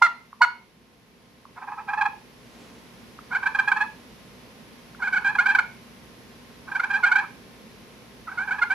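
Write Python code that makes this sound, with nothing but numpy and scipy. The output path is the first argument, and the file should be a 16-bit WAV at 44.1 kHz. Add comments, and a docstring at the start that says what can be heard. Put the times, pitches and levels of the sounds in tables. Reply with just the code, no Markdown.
"""A small quiet room, where a wooden striker is worked on a friction pot call: two sharp clucks, then five purrs.
Stick-slip friction repeats some 800 times a second and the pot brings out the second harmonic; in a purr
the tip skips from one short squeak to the next over a dry scrape. Soft taps are heard as the tip is set down.
Sleeves, made of shaped noise, rustle once; noise bands and steady tones form the faint rumble, hiss and hum."""
import sys
import numpy as np
from scipy import signal
from scipy.fft import rfft, irfft, next_fast_len
from scipy.io import wavfile
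from scipy.ndimage import map_coordinates

SR = 44100
rng = np.random.default_rng(int(sys.argv[2]) if len(sys.argv) > 2 else 0)


def waveform_to_disk(signal):
    """Save audio, clipped to [-1, 1], as 16-bit WAV at the path in sys.argv[1]."""
    frames = np.transpose(np.atleast_2d(signal))
    scaled = np.clip(frames, -1, 1) * 32767
    samples = np.round(scaled).astype(np.int16)
    wavfile.write(sys.argv[1], SR, samples)


N = 385434
TIME = np.arange(N) / SR

# squeaks that stand out in the five purrs: middle_s, length_s, level_db, nominal pitch_hz in the grip
SQUEAKS = [(1.578, 0.02383, -43.5, 714.5), (1.626, 0.0168, -39, 760.6), (1.684, 0.021, -35.5, 801),
           (1.726, .017, -37.5, 819.5), (1.788, .022, -37, 813.7), (1.894, 0.0255, -24.5, 797.3),
           (1.938, 0.011, -21.5, 813), (1.982, .021, -24.5, 851), (2.017, 0.017, -14, 799.7),
           (2.06, 0.014, -17.5, 840), (3.321, 0.021, -26, 721.8), (3.333, 0.024, -24.5, 791.2),
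           (3.357, 0.027, -16.5, 737.2), (3.434, 0.013, -20.5, 787.5), (3.467, 0.021, -14.5, 778),
           (3.554, 0.016, -16, 797.6), (3.595, .018, -11.5, 794.7), (3.683, .016, -12.5, 820.4),
           (3.721, 0.012, -11, 773), (3.77, .018, -18, 847), (3.816, 0.024, -14.5, 846),
           (5.008, .026, -36, 780), (5.03, 0.023, -20, 726), (5.053, 0.034, -23, 801.5),
           (5.078, 0.02, -19, 734.5), (5.137, 0.027, -16, 748.6), (5.169, 0.029, -15.5, 736.7),
           (5.251, 0.016, -17.5, 788.8), (5.27, 0.033, -15, 788.7), (5.296, .023, -20, 839.6),
           (5.356, 0.012, -17.5, 822.5), (5.394, .022, -11.5, 710.8), (5.413, 0.029, -20.5, 809),
           (5.465, .018, -12, 763), (5.498, 0.0398, -14, 786), (5.554, 0.013, -10, 772.3),
           (5.591, 0.013, -9.5, 718), (6.686, .017, -33.5, 771), (6.722, .014, -24, 787.5),
           (6.759, .021, -17.5, 765.3), (6.801, 0.014, -17, 699.8), (6.841, 0.018, -17, 762.6),
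           (6.91, .022, -18.5, 790.5), (6.949, 0.046, -16.5, 793), (7.043, .025, -11.5, 712.7),
           (7.072, 0.027, -15, 780), (7.122, .018, -11, 737.7), (7.162, .02, -11.5, 774.3),
           (7.19, 0.022, -16, 799), (7.232, .014, -35, 783), (8.284, 0.029, -31, 666.5),
           (8.321, 0.016, -30.5, 748), (8.386, .027, -22.5, 708), (8.413, 0.052, -25, 762),
           (8.485, .026, -24.5, 789), (8.518, 0.028, -18.5, 751), (8.544, 0.026, -27, 810),
           (8.59, 0.014, -23.5, 813), (8.626, 0.024, -14, 700), (8.715, 0.033, -16.5, 764.5)]
# one row per purr: chatter_start_s, chatter_end_s, then fundamental_db and scrape_db at the start
PURRS = [(1.6, 1.8, -29.5, -37), (3.34, 3.8, -37.5, -38.5), (5.01, 5.6, -39.5, -43),
         (6.7, 7.24, -39, -41.5), (8.358, 8.72, -39, -43)]
# hiss of the slipping contact, relative spectrum: freq_hz, density_db (per Hz)
GRIT = [(500, -52), (900, -14), (2300, 1.5), (3000, -9.5), (4500, -8.5), (6500, -12.5), (9000, -16.5),
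        (12000, -17.5), (15500, -45)]


def amp(db):
    """The decibel law: level to amplitude ratio."""
    return 10 ** (np.asarray(db) / 20)


def unit(x):
    """Normalisation by effective value: x at rms 1."""
    return x / np.sqrt(np.mean(x ** 2) + 1e-20)


def along(points, hz):
    """Interpolation of (freq_hz, value) points on a logarithmic frequency axis."""
    f, v = np.transpose(points)
    return np.interp(np.log(hz + 1), np.log(f + 1), v)


def gains(rows):
    """Envelopes linear in decibels, one for each column after the time; silent before and after."""
    s, *columns = np.transpose(rows)
    sounding = (TIME > s[0] - .05) * (TIME < s[-1] + .05)
    return [amp(np.interp(TIME, s, column)) * sounding for column in columns]


def wobble(rate):
    """Random modulation, slow or rough: a smooth curve through random knots, rate of them a second."""
    knots = rng.standard_normal(int(N * rate / SR) + 4)
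    return map_coordinates(knots, [TIME * rate], order=2)


def filtered(x, response):
    """Linear filtering: the spectrum of x times a complex response of frequency."""
    m = next_fast_len(N + 8192)
    return irfft(rfft(x, m) * response(np.fft.rfftfreq(m, 1 / SR)), m)[..., :N]


def noise(spectrum):
    """Coloured noise: white noise shaped by a spectrum, at rms 1."""
    return unit(filtered(rng.standard_normal(N), lambda hz: amp(along(spectrum, hz))))


def diffuse(spectrum, side_db):
    """A diffuse field: independent middle and side noises make stereo of rms 1."""
    mid, side = noise(spectrum), amp(side_db) * noise(spectrum)
    return unit(np.array([mid + side, mid - side]))


def background(right_db=.45):
    """Steady room noise as two diffuse bands and weak tones, growing over the first seconds."""
    # overall course: time_s, rumble_db, hiss_db
    course = [(0, -58.5, -58.5), (.8, -59, -61.5), (1.5, -56, -58.5), (2.2, -52.5, -55), (3, -50.5, -52.5),
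              (8.7, -50, -52.5)]
    # relative noise spectra: freq_hz, density_db (per Hz)
    rumble_spectrum = [(15, -52), (25, -30.5), (48, -8.5), (85, -10.5), (108, -7.5), (145, -5.5), (229, 0),
                       (308, -9), (364, -8.5), (395, -7), (487, -7.5), (545, -11), (700, -18), (910, -41.5),
                       (1540, -120)]
    hiss_spectrum = [(350, -34.5), (700, -1.5), (1300, -4.5), (2150, -4), (4000, -9), (5800, -11.5),
                     (7500, -20.5), (9300, -21.5), (10100, -13), (10600, -19), (11100, -13.5), (11500, -21),
                     (11900, -14), (12400, -22), (13000, -19), (15500, -42)]
    # hum tones: freq_hz, level_db (rms, where the rumble is strongest, before the channel gains)
    hum_tones = [(59, -66.5), (120, -63.5), (240, -61), (931, -70), (1055, -67), (10104, -82)]
    rumble, hiss = gains(course)
    hum = np.zeros(N)
    for hz, db in hum_tones:
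        hum += amp(db) * np.sqrt(2) * np.sin(2 * np.pi * hz * TIME + .5 * wobble(3.9))
    air = rumble * diffuse(rumble_spectrum, side_db=-8.0) + hiss * diffuse(hiss_spectrum, side_db=-1.5)
    return (air + hum * rumble / rumble.max()) * amp([[-right_db], [right_db]])


def pot(force):
    """Modal resonance: the response of plate and striker to a force on the plate."""
    # modes of plate and striker: freq_hz, width_hz, level_db
    modes = [(851, 100, -2), (1008, 144, 0.5), (1296, 36.5, 2), (1637, 110, -6.5), (2600, 110, -18),
             (4500, 180, -36.5)]

    def response(f):
        total = 0
        for k, (centre, width, db) in enumerate(modes):
            damping = 1j * f * width
            total = total + (-1) ** k * amp(db) * damping / (centre * centre - f * f + damping)
        return total / (1 + 1j * f / 3500)  # a gentle loss of treble

    return filtered(force, response)


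def scrape(grains_per_s=2500):
    """Friction as random impulses: the tip stutters over the grain and excites the modes; rms 1."""
    catches = (rng.random(N) < grains_per_s / SR) * (1 + .5 * rng.standard_normal(N))
    return unit(pot(catches))


def overtones(pitch, phase, colour, order=2, bright=1):
    """Harmonics of the stick-slip cycle from the given order up, each as strong as the pot radiates it."""
    total = 0
    for k in np.arange(order, 19):
        level = amp(along(colour, k * pitch)) * (bright if k > 2 else 1)
        total = total + level * np.sin(k * phase + k * k)
    return total


def clucks(striker_hz=965, striker_db=-5, fade_s=0.0098, held=0.41, sag=0.095, jitter=.011,
           grit_db=-23, rasp_db=-20):
    """Onset of stick-slip: the striker shudders ever harder, the tip bites, the pot barks and its pitch sags."""
    # clucks: bite_s, length_s, level_db, nominal pitch_hz, build_s, striker hum_db after the bite
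    cluck_rows = [(0.0219, .046, -3.5, 695.2, .0013, -31), (0.4182, .031, -4, 728, 0.0021, -18.5)]
    # strength of the harmonics that the pot radiates: freq_hz, level_db
    colour = [(700, -25), (1400, -1), (2150, -11.5), (2760, -31), (2930, -23), (3600, -33.5), (4150, -30.5),
              (4420, -18.5), (4800, -40), (7000, -38), (12000, -63)]
    out, waver = np.zeros(N), wobble(700)
    rough = amp(grit_db) * noise(GRIT) + amp(rasp_db) * scrape()
    for s, length, db, hz, build, hum_db in cluck_rows:
        near = slice(max(0, int((s - length) * SR)), int((s + 2 * length) * SR))
        t = TIME[near] - s
        bite = (1 + np.tanh(t / 0.001)) / 2
        force = held + (1 - held) * np.exp(-np.abs(t) / fade_s)
        release = (1 - np.tanh((t - length) / (0.15 * length))) / 2
        level = amp(db) * bite * force * release
        stroke = np.clip(t / length, 0, 1.1)
        bend = 0.017 * np.sin(np.pi * stroke ** 2) - sag * stroke ** 4
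        pitch = hz * (1 + bend + jitter * waver[near])
        phase = 2 * np.pi * np.cumsum(pitch) / SR
        shudder = np.sin(2 * np.pi * striker_hz * t)
        swell = 1 / (1 + np.exp(-(t / build + 2.24)))
        lead_in = amp(striker_db) * (1 - bite) * swell * (shudder + 0.35 * swell * shudder ** 2)
        # the striker's mode beats with the slips: a rattle
        beat = amp(hum_db) * np.sin(2 * np.pi * striker_hz * t - phase)
        bark = (1 + 2 * beat) * overtones(pitch, phase, colour, order=1)
        out[near] += lead_in + level * (bark + amp(hum_db) * shudder + force * rough[near])
    return out


def taps(decay_s=0.0021, rise_s=0.00047, tap_db=3):
    """Damped free vibration: soft knocks as the tip is set down on the plate."""
    # taps: start_s, level_db (before tap_db), pitch_hz
    tap_rows = [(0.329, -29, 1117), (1.453, -33, 1100), (3.189, -28, 1270), (4.948, -34.5, 1403)]
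    out, t = np.zeros(N), np.arange(SR // 20) / SR
    envelope = np.exp(-t / decay_s) * (1 - np.exp(-t / rise_s))
    for s, db, hz in tap_rows:
        knock = amp(db + tap_db) * np.sin(2 * np.pi * hz * t) * envelope
        out[round(s * SR):][:len(t)] += knock
    return out


def chatter(rate_per_s=24, length_s=.014, level_db=-42.5, pitch_hz=769,
            scatter_db=1.5, scatter_hz=22, scatter_s=.004, clear_s=.012):
    """Irregular stick-slip: faint catches in the gaps between the squeaks, as rows of the same kind."""
    times = np.concatenate([np.arange(start, end, 1 / rate_per_s) for start, end, *_ in PURRS])
    chance = rng.standard_normal((300, 3))
    middles, lengths = np.transpose(SQUEAKS)[:2]
    rows = []
    for s, (a, b, c) in zip(times, chance):
        if np.all(np.abs(s - middles) > lengths / 2 + clear_s):
            rows.append((s + scatter_s * a, length_s, level_db + scatter_db * b, pitch_hz + scatter_hz * c))
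    return rows


def squeaks(usual_db=-20, usual_hz=780, usual_s=.02, chatter_scrape_db=-3):
    """Friction grows with load: fundamental and scrape (dB) rise with the grip and along the stroke."""
    swell_db_per_s, scrape_db_per_s = 11, 12  # the hand bears down as the stroke goes on
    low_follows, scrape_follows = 0.46, 0.22  # dB gained for each dB of a squeak above the usual one
    low_db_per_hz = 0.0609  # a higher pitch brings the fundamental nearer the lowest resonance of the pot
    skid_db = -4  # change of the scrape for each doubling of a squeak's length
    # a faint catch scrapes less
    for rows, rub_offset_db in (SQUEAKS, 0), (chatter(), chatter_scrape_db):
        for s, length, db, hz in rows:
            start, _, low_db, rub_db = min(PURRS, key=lambda purr: abs(purr[0] - s))
            firmer_db = db - usual_db
            low_db += swell_db_per_s * (s - start) + low_follows * firmer_db
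            low_db += low_db_per_hz * (hz - usual_hz)
            rub_db += scrape_db_per_s * (s - start) + scrape_follows * firmer_db
            rub_db += skid_db * np.log2(length / usual_s)
            yield s, length, db, hz, low_db, rub_db + rub_offset_db


def purrs(free_hz=885, rise=.8, jitter=0.022, flutter_db=1, fundamental_db=0, third_db=-3,
          grit_db=-31, scrape_db=1):
    """Stick-slip under varying grip: a squeak swells as its pitch dips, then rises as the tip breaks free."""
    # strength of the overtones that the pot radiates: freq_hz, level_db
    colour = [(1400, 1), (1700, -2), (2150, -7), (2550, -13.5), (2750, -22.5), (2900, -27.5), (3250, -22.5),
              (3750, -31.5), (4300, -24.5), (5200, -41.5), (8300, -39.5), (9500, -58), (15000, -73.5)]
    power, weight = np.zeros((3, N)), np.full(N, 1e-9)
    pitch = 800 * weight  # a weighted sum, resting at 800 Hz
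    for s, length, db, hz, low_db, rub_db in squeaks():
        near = slice(int((s - 2 * length) * SR), int((s + 2 * length) * SR))
        u = (TIME[near] - s) / (length / 2)
        u = u * np.where(u < 0, 1.3, .8)  # the tip catches faster than it lets go

        def bump(width, delay):
            return np.exp(-np.abs((u - delay) / width) ** 3)

        # fundamental and scrape outlast the firm grip
        grip, low, rub = amp(db) * bump(1, 0), amp(low_db) * bump(1.56, 0.21), amp(rub_db) * bump(2.16, 0.23)
        power[:, near] += np.array([grip, low, rub]) ** 2
        hold = amp(db) * np.exp(-2 * u * u)  # where squeaks run together, the firmer one sets the pitch
        escape = np.tanh(np.where(u < 0, .3, 1.05) * u * u)
        weight[near] += hold
        pitch[near] += hold * (hz - 4 + rise * (free_hz - hz) * escape)
    level, low, rub = np.sqrt(power)
    loose = 1 / np.sqrt(1 + level / amp(-16.0))  # a light grip is less regular
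    pitch = pitch / weight * (1 + jitter * loose * wobble(350))
    phase = 2 * np.pi * np.cumsum(pitch) / SR
    level = level * amp(flutter_db * loose * wobble(330))
    third = amp(third_db + along(colour, 3 * pitch)) * np.sin(3 * phase + 9)
    tone = amp(fundamental_db) * low * (np.sin(phase) + third)
    on = level > 1e-5
    bright = level[on] / (level[on] + amp(-25))  # a firm grip slips more abruptly
    tone[on] += level[on] * overtones(pitch[on], phase[on], colour, bright=bright)
    grit = amp(grit_db) * level * noise(GRIT) * (1 + np.cos(phase))  # a puff at every slip
    return tone + grit + amp(scrape_db) * rub * scrape()


def sleeves(right_db=.45):
    """Broadband friction noise under one swell: sleeves brush as the hands shift."""
    # the swell: time_s, level_db
    brush = [(2.25, -88), (2.45, -60), (2.62, -50.5), (2.8, -59.5), (3.1, -79)]
    # relative spectrum of cloth: freq_hz, density_db (per Hz)
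    cloth = [(100, -19), (220, 4.5), (450, 6), (900, -3.5), (3000, -10), (7000, -15), (15000, -34)]
    return gains(brush)[0] * diffuse(cloth, side_db=-16) * amp([[-right_db], [right_db]])


def radiate(x, low_hz=720):
    """Modal decay and radiation: the plate sings on after each squeak; so small a body gives off no bass."""
    # long-ringing modes of the plate: freq_hz, t60_s, level_db (gain at resonance)
    modes = [(879, 0.37, -8), (967, 0.3, -9), (1610, 0.46, -19.5), (2100, .4, -19), (2420, 0.31, -17.5),
             (2600, 0.67, -1), (2920, 0.34, -5.5), (4450, .18, -12.5)]
    t = TIME[:SR // 3]
    ring = np.zeros(len(t))
    for hz, t60, db in modes:
        peak_scale = 2 * np.log(1000) / (t60 * SR)  # unit gain at resonance
        ring += amp(db - 60 * t / t60) * np.cos(2 * np.pi * hz * t) * peak_scale
    high_pass = signal.butter(8, low_hz, "high", fs=SR, output="sos")
    return signal.sosfilt(high_pass, x + signal.fftconvolve(x, ring)[:N])


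def mirrored(x):
    """Specular reflection: nearby surfaces return the call to the two ports at different moments."""
    # reflections: left_delay_s, right_delay_s, level_db
    mirrors = [(.0021, .0026, -30.5), (.0064, .0057, -23)]

    def response(hz):
        return sum(amp(db) * np.exp(-2j * np.pi * hz * np.array([[left], [right]]))
                   for left, right, db in mirrors)

    return filtered(x, response)


def room(x, side_db=-4, gap_s=.005):
    """Reverberation: the walls answer after a short gap, each frequency dying at its own speed."""
    # reverberation time: freq_hz, t60_s
    decay = [(300, 0.52), (1000, 0.34), (1650, .27), (2400, 0.42), (4500, .33), (10000, 0.14)]
    hz, t, z = signal.stft(rng.standard_normal((2, SR // 2)), SR, nperseg=256)
    z = z * amp(-60 * t / along(decay, hz)[:, None])
    mid, side = signal.istft(z, SR, nperseg=256)[1]
    tail = np.array([mid + amp(side_db) * side, mid - amp(side_db) * side])
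    tail = tail / np.linalg.norm(tail[0])
    late = np.pad(x, (int(gap_s * SR), 0))
    return signal.fftconvolve(late[None], tail, axes=1)[:, :N]


def scene(room_db=-11.5, right_db=1.18, lag_s=4.5e-5):
    """Level and time differences between ports: the close call is a little louder and sooner at the right."""
    call = radiate(clucks() + purrs() + taps())
    half_lag = np.array([[-1], [1]]) * lag_s / 2
    direct = filtered(call, lambda hz: np.exp(2j * np.pi * hz * half_lag))
    heard = direct + mirrored(call) + amp(room_db) * room(call)
    return heard * amp([[-right_db], [right_db]]) + background() + sleeves()


def record(dry):
    """Band limitation: nothing passes from 15.7 kHz up."""
    return filtered(dry, lambda hz: hz < 15700)


dry = scene()
out = record(dry)
waveform_to_disk(out)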